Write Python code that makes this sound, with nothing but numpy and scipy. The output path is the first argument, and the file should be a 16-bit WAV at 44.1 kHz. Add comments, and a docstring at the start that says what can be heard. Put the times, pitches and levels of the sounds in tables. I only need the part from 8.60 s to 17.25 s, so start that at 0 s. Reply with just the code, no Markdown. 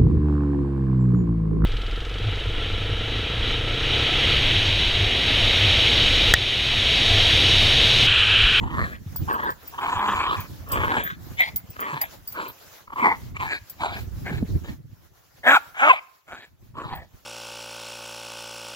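"""Small dog at play on grass

A small dog on a leash growls, pants and barks twice below a hand-held phone: source-filter synthesis, in
which fold pulses and breath excite resonances of chest, mouth, upper throat and muzzle.
Metal parts of collar and leash clink as sums of decaying modes; buffets and knocks are sinking, dying swings.
Shaped noise gives wind, unrelated at the two microphone ports, and grass rustling under a faint park hush.
"""
import sys
import numpy as np
from scipy import signal
from scipy.io import wavfile
from scipy.ndimage import uniform_filter1d, minimum_filter1d, map_coordinates

SR = 44100
rng = np.random.default_rng(int(sys.argv[2]) if len(sys.argv) > 2 else 0)


def invert_db(level):
    """Linear amplitude ratio for a level in decibels (20 dB per decade), elementwise."""
    return 10 ** (np.asarray(level, dtype=float) / 20)


def unload_wav(signal):
    """Save mono or channel-first audio to the path in sys.argv[1] as 16-bit WAV at rate SR, clipped to [-1, 1]."""
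    wavfile.write(
        sys.argv[1],
        SR,
        np.round(np.clip(np.atleast_2d(signal).T, -1, 1) * 32767).astype(np.int16),
    )


N = 381465  # length in samples

# Effort of each call: start_s, rise_s, hold_s, fade_s, first_db, last_db
CALLS = [(0.0, 0.009, 0.35, 0.042, -34, -41.5), (0.67, 0.024, 0.2, 0.054, -27, -27.5),
         (1.11, 0.082, 0.55, .14, -24, -24.5), (2.056, 0.083, 0.26, 0.095, -24.5, -26.5),
         (2.43, 0.026, 0.062, 0.048, -29, -32.5), (2.769, 0.034, 0.085, 0.03, -18.5, -34),
         (3.155, .012, 0.21, 0.061, -29.5, -31.5), (3.402, .012, 0.029, .05, -26.5, -35.5),
         (3.729, 0.051, 0.12, 0.048, -26.5, -42), (4.269, 0.012, 0.24, 0.049, -33.5, -19.5),
         (4.742, 0.027, 0.17, 0.055, -29.5, -24), (5.179, 0.026, 0.18, 0.053, -34.5, -38.5),
         (5.643, .025, 0.12, 0.044, -34, -48), (6.02, 0.023, 0.065, 0.039, -46.5, -49),
         (6.83, 0.047, 0.084, 0.035, -12.5, -15), (7.14, 0.079, 0.071, 0.11, -19.5, -16.5),
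         (7.664, 0.019, 0.17, 0.044, -45.5, -51), (8.136, 0.044, 0.25, 0.058, -31.5, -49.5)]
# Voice of each call: central fold rate_hz, roughness (0-1), chest_db, rasp_db,
# brightening by bared teeth_db_per_octave, hiss at the teeth_db
VOICING = [(150.1, .7, -7.5, -18.5, 13, -3.5), (165.8, 1, -7.5, -27.5, 25, -2),
           (205, 0.8, -9.5, -17, 8.5, -5), (177.6, 0.7, -4, -15, 5, -12), (200, 1, -24, -16, 7, 1),
           (334.5, 0.45, -26.5, -11.5, 11, -4.5), (179.7, 0.6, -7, -18.5, 3, -3.5),
           (200, .8, -13, -4.5, 5, -15.5), (203.7, 1, -4, -13.5, -1.5, 0),
           (200, 0.6, -9.5, -23.5, 1, -12.5), (200, 0.6, -10.5, -14.5, -22, 1), (203, 0.97, -6, -11, -7, 4),
           (200, 1, -2, -8.5, -15, 1), (200, 1, 0, -9, 5, 10), (228.2, 0.55, -21.5, -10, 6, -11.5),
           (259, 0.55, -18.5, -9, -9, -14.5), (180.4, 0.5, -7.5, -10.5, -7, 0),
           (191.4, 0.9, -4.5, -18.5, 4, 3.5)]
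# Glide of the mouth in each call: mouth first_hz, last_hz, upper resonance first_hz, last_hz,
# upper over mouth first_db, last_db
MOUTH = [(960, 1170, 1900, 1720, -17, 10), (1023, 950, 1600, 1680, -13, 0),
         (970, 1058, 1660, 1670, -19, -16), (1105, 760, 1680, 1670, -13, 4.5),
         (1250, 1260, 1670, 1620, 13, 9), (723, 780, 2070, 2120, 24.5, 8), (1180, 940, 1780, 1780, -10, -8),
         (850, 640, 1900, 1660, -2.5, 7), (1055, 1060, 1560, 1600, -4, -11.5),
         (1050, 910, 2300, 2130, -16, -1), (1130, 710, 1700, 1640, -28.5, 21),
         (777, 720, 1450, 1510, -12, 5), (698, 780, 1540, 1700, 9, 4), (800, 900, 1650, 1820, 10, 4),
         (730, 780, 1640, 1420, 5, 14), (800, 720, 1520, 1100, 8, 6), (690, 670, 1440, 1640, 6.5, 15),
         (1130, 645, 1760, 1830, -37, -1.5)]
# Shares of a call at which the mouth starts and stops moving
GLIDE = (0.19, 0.75)
# Sudden pushes of breath (+) and catches in the throat (-): centre_s, change_db, half_width_s
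PUSHES = [(0.21, 12, 0.11), (.695, 8, 0.086), (.903, 9, 0.039), (1.205, -12, 0.014), (1.173, -26, 0.013),
          (1.49, 5, 0.026), (2.35, 3, 0.085), (2.809, 6, 0.045), (2.887, 7.5, 0.018), (3.179, -45, 0.016),
          (4.293, -25.5, 0.018), (4.316, -25, 0.011), (4.35, -36, 0.014), (4.399, 3.5, 0.03),
          (4.46, 10.5, 0.047), (4.785, -28, 0.018), (4.891, -8, 0.078), (5.245, 13, 0.049),
          (6.838, 2.5, 0.0092), (7.315, -11.5, 0.024), (7.737, 11, 0.04), (8.34, 8.5, 0.057)]
HUSH_DB = 28  # how far below its effort a call starts and ends
# Stretches where the folds swing cleanly: start_s, length_s, first_hz, last_hz, level_db, overtones_db
CLEAR_TONES = [(1.349, 0.25, 205, 200, -38, 6.5), (3.32, 0.052, 161, 127, -31.5, -32.5),
               (4.418, 0.03, 264.4, 218, -26, -1), (6.849, 0.11, 240, 301.5, -29.5, 8),
               (6.95, 0.031, 1702, 1276, -10.5, -34.5), (6.951, 0.029, 1199, 624, -14.5, -22),
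               (7.206, 0.1, 252.4, 334.7, -36, 15.5), (7.29, 0.034, 548, 495, -29.5, 21.5),
               (7.314, 0.0328, 960, 597, -23.5, -31.5)]
# Chest resonance: centre_hz, width_hz
CHEST = (350, 786)
# Widths of the mouth and upper resonances: mouth_hz, upper_hz
THROAT_WIDTHS = (331, 325)
# High resonances of muzzle and teeth before they shift: centre_hz, level_db,
# swing_db (taken off at a call's start, added at its end, as the lips part)
RASP = [(2286, 4, 4.5), (3198, -2.5, 0), (3970, -4.5, 6.5), (4690, -16, 7), (6950, -8, 2), (13000, -14, 1)]
# Width of each high resonance: width_hz
RASP_WIDTHS = (380, 700, 400, 600, 1600, 12000)
# Slope of the two highest resonances against a call's peak effort: db_per_db
AIR = (-0.4, -0.41)
SHIFTING_DB, WANDER = 3.5, .018  # spread of each high resonance in level (dB) and in pitch (share)
STRAIN = 0.52  # share of effort above a call's median, in dB, that the high resonances do not follow
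# Central lead of the left port by where the dog stands: time_s, lead_samples
BEARING = [(0, 11.1), (.8, 15.1), (1.5, 5.4), (2.6, 14.04), (5.3, 7.64), (6.9, 6.2), (7.3, 10.17),
           (7.75, 4.3)]
# Course of the wind before its lumps: time_s, level_db
WIND_LEVEL = [(0.0, -28), (0.45, -37.5), (0.64, -28), (0.77, -43.5), (1.4, -44), (2.26, -36.5), (2.94, -46),
              (4.19, -58), (4.81, -37.5), (5.04, -58.5), (5.36, -35), (5.9, -26.5), (6.63, -65),
              (6.88, -57.5), (7.62, -75.5), (7.74, -47), (7.85, -67.5), (8.22, -40.5), (8.64, -59)]
# Relative spectrum of the wind: frequency_hz, density_db_per_hz
WIND_SPECTRUM = [(20, -29), (60, -2.5), (95, -1.5), (325, -19.5), (700, -46), (1200, -80)]
# Paws and shoes in the grass over the park hush, before the strokes: time_s, level_db
RUSTLE_LEVEL = [(0, -60.5), (.5, -50.5), (3.2, -51), (4.5, -52.5), (6.0, -50.5), (6.3, -64), (7.1, -55),
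                (7.9, -64), (8.65, -60)]
# Relative spectrum of rustle and hush: frequency_hz, density_db_per_hz
GRASS_SPECTRUM = [(180, -25.5), (300, -7), (531, -2.5), (1530, -6), (2360, -10.5), (6900, -11.5),
                  (8580, -17.5), (14900, -10.5), (16500, -14)]
# Buffets and knocks on the phone: start_s, initial level_db, initial central pitch_hz
THUMPS = [(0.462, -23, 107), (0.559, -27, 1050), (0.616, -23, 130), (5.714, -18.5, 200),
          (5.826, -10.5, 294), (5.956, -22.5, 135)]
# Clinks of collar and leash: start_s, relative peak level_db
CLINKS = [(0.559, -18.5), (0.728, -30), (0.834, -34), (0.901, -30.5), (1.072, -29), (1.801, -25),
          (2.0847, -33), (2.117, -16.5), (2.4357, -21), (2.8, -28), (2.959, -12.5), (3.1, -33),
          (3.202, -22.5), (3.413, -12), (3.6737, -23.5), (3.721, -28.5), (3.879, -34), (5.096, -27.5),
          (8.3514, -34)]
# Nominal modes of the metal, varied at each clink: pitch_hz, level_db, decay by 60 dB t60_s
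METAL_MODES = [(4830, -19, .1), (5450, -22, 0.1), (7920, -18, 0.15), (9900, -26, .1), (11900, -7, 0.08),
               (13160, -7, .13), (14930, -3, .1), (15150, -1, 0.12)]


def evened(x):
    """Normalisation of power: scales to rms 1."""
    return x / np.sqrt(np.mean(x ** 2) + 1e-20)


def read(points, hz):
    """Interpolation of a spectrum on a logarithmic frequency axis."""
    f, value = np.transpose(points)
    return np.interp(np.log(hz + 1), np.log(f + 1), value)


def along(rows):
    """Linear interpolation of a curve at every sample."""
    return np.interp(np.arange(N) / SR, *np.transpose(rows))


def add(mix, s, sound, lead):
    """Superposition with an arrival-time difference: the right port hears it later by lead samples."""
    for port, at in zip(mix, (round(s * SR), round(s * SR + lead))):
        part = port[at:][:len(sound)]
        part += sound[:len(part)]


def averaged_noise(length, size):
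    """Low-pass filtering of white noise by a running mean, evened to rms 1."""
    return evened(uniform_filter1d(rng.standard_normal(length), size=size))


def strokes_of_chance(size):
    """Low-pass filtering of white noise by two running means, evened to rms 1."""
    once = uniform_filter1d(rng.standard_normal(N), size=size)
    return evened(uniform_filter1d(once, size=size))


def drift(length, size):
    """Slow random modulation: averaged noise of spread about 1, clipped at 2."""
    noise_in = rng.standard_normal(length)
    return np.clip(np.sqrt(size) * uniform_filter1d(noise_in, size=size), -2, 2)


def resonate(x, hz, width, skirt=1.28):
    """Resonance by heterodyning: shifts hz down to zero, smooths twice, and shifts back."""
    turn = np.exp(2j * np.pi * np.cumsum(hz * np.ones(len(x))) / SR)
    low = x / turn
    for r in np.exp(-np.pi * width * np.array([1, skirt]) / SR):
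        low = signal.lfilter([1 - r], [1, -r], low)
    return evened((turn * low).real)


def noise(spectrum, same, patchy_db, size=512):
    """Random short-time spectra with drifting patches; same is the coherence of the ports."""
    a, b, c, d, patches = rng.standard_normal((5, size // 2 + 1, 4 * N // size + 5))
    patches = uniform_filter1d(patches, size=10, axis=0)
    patches = evened(uniform_filter1d(patches, size=12, axis=1))
    left, other = a + 1j * b, c + 1j * d
    z = np.array([left, same * left + np.sqrt(1 - same ** 2) * other])
    density_db = read(spectrum, np.fft.rfftfreq(size, 1 / SR))[:, None]
    z *= invert_db(density_db + patchy_db * patches)
    return evened(signal.istft(z, nperseg=size, noverlap=3 * size // 4)[1][:, :N])


def mouth(t):
    """Articulation: mouth resonance, upper resonance and their balance glide through each call."""
    start, *lengths = np.transpose(CALLS)[:4]
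    first_hz, last_hz, first_upper_hz, last_upper_hz, first_db, last_db = np.transpose(MOUTH)
    ends = [[start + share * sum(lengths) for share in GLIDE], (first_hz, last_hz),
            (first_upper_hz, last_upper_hz), (first_db, last_db)]
    s, *columns = [np.transpose(pair).ravel() for pair in ends]
    return [np.interp(t, s, c) for c in columns]


def effort(t, start, rise, hold, fade, first_db, last_db):
    """Breath pressure as an envelope in dB: rise, hold and fade, with pushes and catches."""
    corners_s = start + np.cumsum([0, rise, hold, fade])
    shape_db = np.interp(t, corners_s, [first_db - HUSH_DB, first_db, last_db, last_db - HUSH_DB])
    for s, db, half in PUSHES:
        shape_db = shape_db + db * np.cos(np.pi / 2 * np.clip((t - s) / half, -1, 1)) ** 2
    return shape_db


def excitation(hz, rough, effort_db):
    """Glottal source: uneven fold pulses mixed with breath that puffs in step; returns mix and puffs."""
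    length = len(effort_db)
    turns = np.cumsum(hz * np.exp(.7 * rough * averaged_noise(length, 150))) / SR
    sizes, air = rng.standard_normal((2, length))
    pulses = (np.diff(np.floor(turns), prepend=0) > 0) * invert_db(7 * rough * np.clip(sizes, -3, .4))
    puffs = (0.7 + np.exp(-(turns % 1) / 0.4)) * air
    # weak effort: more air than voice
    breath = np.clip(rough * .52 + (effort_db.max() - effort_db) / 40, 0, 1)
    drive = (1 - breath) * evened(pulses) + breath * evened(puffs)
    drive *= invert_db(2.8 * rough * np.clip(averaged_noise(length, 500), -3, 1))  # loose tissue flaps
    drive /= np.sqrt(uniform_filter1d(drive ** 2, size=2500))  # the breath behind it stays even
    return drive, puffs


def muzzle(drive, puffs, effort_db, bright_db, teeth_db):
    """High formants of muzzle and teeth, each wandering at random on its own in level and pitch."""
    progress = np.linspace(-1, 1, len(drive))
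    lips = 1 + 0.045 * progress  # drawn back as the call goes on
    shift = [drift(len(drive), size=3000) for _ in RASP]
    strain_db = -STRAIN * np.maximum(effort_db - np.median(effort_db), 0)
    colour_db = [bright_db * np.log2(f / 3000) for f, *_ in RASP[:2]]
    colour_db += [teeth_db] * 2
    colour_db += [slope * (effort_db.max() + 35.5) for slope in AIR]
    rasp = 0
    for k, (f, db, swing_db) in enumerate(RASP):
        level_db = db + strain_db + colour_db[k] + SHIFTING_DB * shift[k] + swing_db * progress
        source = drive if f < 6000 else puffs  # breath alone feeds the highest
        centre_hz = f * lips * np.exp(WANDER * shift[k - 2])
        # signs alternate between neighbours
        rasp = rasp + (-1) ** k * invert_db(level_db) * resonate(source, centre_hz, RASP_WIDTHS[k])
    return rasp


def call(burst, hz, rough, chest_db, rasp_db, bright_db, teeth_db):
    """Source-filter principle: the excitation drives chest, mouth, upper throat and muzzle in parallel."""
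    t = np.arange(burst[0], sum(burst[:4]), 1 / SR)
    effort_db = effort(t, *burst)
    mouth_hz, upper_hz, upper_db = mouth(t)
    jaw, tongue = (np.exp(.035 * drift(len(t), size=2000)) for _ in range(2))  # never still
    drive, puffs = excitation(hz, rough, effort_db)
    voice = resonate(drive, mouth_hz * jaw, THROAT_WIDTHS[0])
    voice -= invert_db(upper_db) * resonate(drive, upper_hz * tongue, THROAT_WIDTHS[1])
    voice /= np.sqrt(1 + invert_db(2 * upper_db))
    voice += invert_db(chest_db) * resonate(drive, *CHEST)
    voice += invert_db(rasp_db) * muzzle(drive, puffs, effort_db, bright_db, teeth_db)
    # weaken what lies below the fold rate
    voice = signal.sosfilt(signal.butter(3, hz, "high", fs=SR, output="sos"), voice)
    return invert_db(effort_db) * voice * signal.windows.tukey(len(t), .05)


def clear(s, length, first_hz, last_hz, db, overtones_db):
    """Harmonic series on a gliding tone, its overtones lifted where they cross the resonances."""
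    hz = np.linspace(first_hz, last_hz, round(length * SR))
    mouth_hz, upper_hz, upper_db = mouth(s + np.arange(len(hz)) / SR)
    k = np.arange(2, 11)[:, None]  # overtone numbers
    lift = 1 / (1 + (2 * (k * hz - mouth_hz) / THROAT_WIDTHS[0]) ** 2)
    lift += invert_db(upper_db) / (1 + (2 * (k * hz - upper_hz) / THROAT_WIDTHS[1]) ** 2)
    lift += invert_db(-2.5) / (1 + (2 * (k * hz - 2550) / 700) ** 2)
    lift /= 1 + (k * hz / 3000) ** 6
    waver = 1 + .02 * averaged_noise(len(hz), 200)
    angle = 2 * np.pi * np.cumsum(hz * waver) / SR
    overtones = (lift * np.sin(k * angle + k * k)).sum(0)
    tone = np.sin(angle) + invert_db(overtones_db) * overtones
    return invert_db(db) * tone * signal.windows.tukey(len(hz), .6)


def scattered(direct):
    """Scattering as convolution with decaying noise: near from legs and grass, far from the surroundings."""
    t = np.arange(SR // 2) / SR
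    near, far = rng.standard_normal((2, 2, len(t)))
    near = signal.lfilter([1, -.8], 1, near) * invert_db(-60 * t / .04)  # treble scatters most
    far *= invert_db(-60 * t / 0.49) * (t > .012)
    scatter = invert_db(-1) * near / np.linalg.norm(near[0])
    scatter += invert_db(-26) * far / np.linalg.norm(far[0])
    return signal.fftconvolve(direct, scatter, axes=1)[:, :N]


def dog():
    """Superposition of calls and clear tones, with a moving time difference between the ports and scatter."""
    out = np.zeros((2, N))
    for burst, voicing in zip(CALLS, VOICING):
        add(out, burst[0], call(burst, *voicing), lead=0)
    for row in CLEAR_TONES:
        add(out, row[0], clear(*row), lead=0)
    lead = along(BEARING) + 2.06 * drift(N, size=2500)  # head and phone keep moving
    out[1] = map_coordinates(out[1], [np.arange(N) - lead])
    return out + scattered(out)


def wind():
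    """Turbulent pressure: lumpy low noise, nearly incoherent between the two ports."""
    lumps_db = 4.2 * strokes_of_chance(800)
    port_db = [[-1], [1]]
    turbulence = noise(WIND_SPECTRUM, same=0.05, patchy_db=3, size=2048)
    return invert_db(along(WIND_LEVEL) + lumps_db + port_db) * turbulence


def grass():
    """Friction noise: broadband rustle over the park hush, modulated in uneven strokes."""
    strokes_db = 3.2 * strokes_of_chance(3000)
    return invert_db(along(RUSTLE_LEVEL) + strokes_db) * noise(GRASS_SPECTRUM, same=.15, patchy_db=2.2)


def thumps():
    """Damped oscillation: a few ragged swings of pressure that sink in pitch as they die."""
    out, t = np.zeros((2, N)), np.arange(SR // 10) / SR
    for s, db, hz in THUMPS:
        ragged = 1 + .3 * np.tanh(averaged_noise(len(t), round(SR / hz / 2)))
        angle = 2 * np.pi * np.cumsum(hz * ragged / (1 + t * hz / 8)) / SR
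        onset = np.minimum(t * hz * 3, 1)
        add(out, s, invert_db(db - 60 * t * hz / 16) * np.sin(angle) * onset, lead=6.3)
    return out


def clinks():
    """Modal synthesis: a tick, then metal modes in a chance mix; hard knocks crack more and ring shorter."""
    out, t = np.zeros((2, N + SR)), np.arange(SR // 5) / SR
    hz, mode_db, t60 = np.transpose(METAL_MODES)[:, :, None]
    for s, db in CLINKS:
        mix, damping = rng.uniform(-1.98, 1, (2, len(METAL_MODES), 1))
        phase = rng.random((2, len(METAL_MODES), 1))  # separate at each port
        hard = np.clip((db + 32) / 30, 0, 1)
        # the parts swing and touch again
        swing = 1 + .8 * np.cos(2 * np.pi * ((70 + 35 * damping) * t + phase))
        decay_s = t60 * np.exp(.4 * damping - .4 * hard)
        level = swing * invert_db(mode_db + 8 * mix - 60 * t / decay_s)
        modes = level * np.sin(2 * np.pi * (hz * (1 + .004 * damping) * t + phase))
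        ring = modes.sum(1) * np.minimum(t / .004, 1)
        crack = np.diff(rng.standard_normal((2, len(t) + 1)))
        tick = invert_db(-15 + 12 * hard - 60 * t / .04) * crack * np.minimum(t / .002, 1)
        clink = (ring + tick) / abs(ring + tick).max()
        out[:, round(s * SR):][:, :len(t)] += invert_db(db + 3) * clink
    return out[:, :N]


def scene():
    """Linear superposition of dog, wind, grass, thumps and clinks at the two ports."""
    return dog() + wind() + grass() + thumps() + clinks()


def roll_off(x):
    """The treble ends steeply here."""
    return signal.sosfilt(signal.butter(12, 16800, fs=SR, output="sos"), x)


def record(dry):
    """Linear filtering by the ports, a treble dip and an upper edge, then peak limiting at full scale."""
    ports = signal.lfilter(*signal.iirnotch(8700, 5.5, SR), dry)
    upper_edge = signal.ellip(10, .2, 45, 15850, fs=SR, output="sos")  # edge in Hz
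    ports = signal.sosfilt(upper_edge, ports)
    peak = -minimum_filter1d(-abs(ports).max(0), size=300)
    mix = ports / uniform_filter1d(np.maximum(peak, 1), size=300)
    return roll_off(mix)


dry = scene()
out = record(dry)
unload_wav(out)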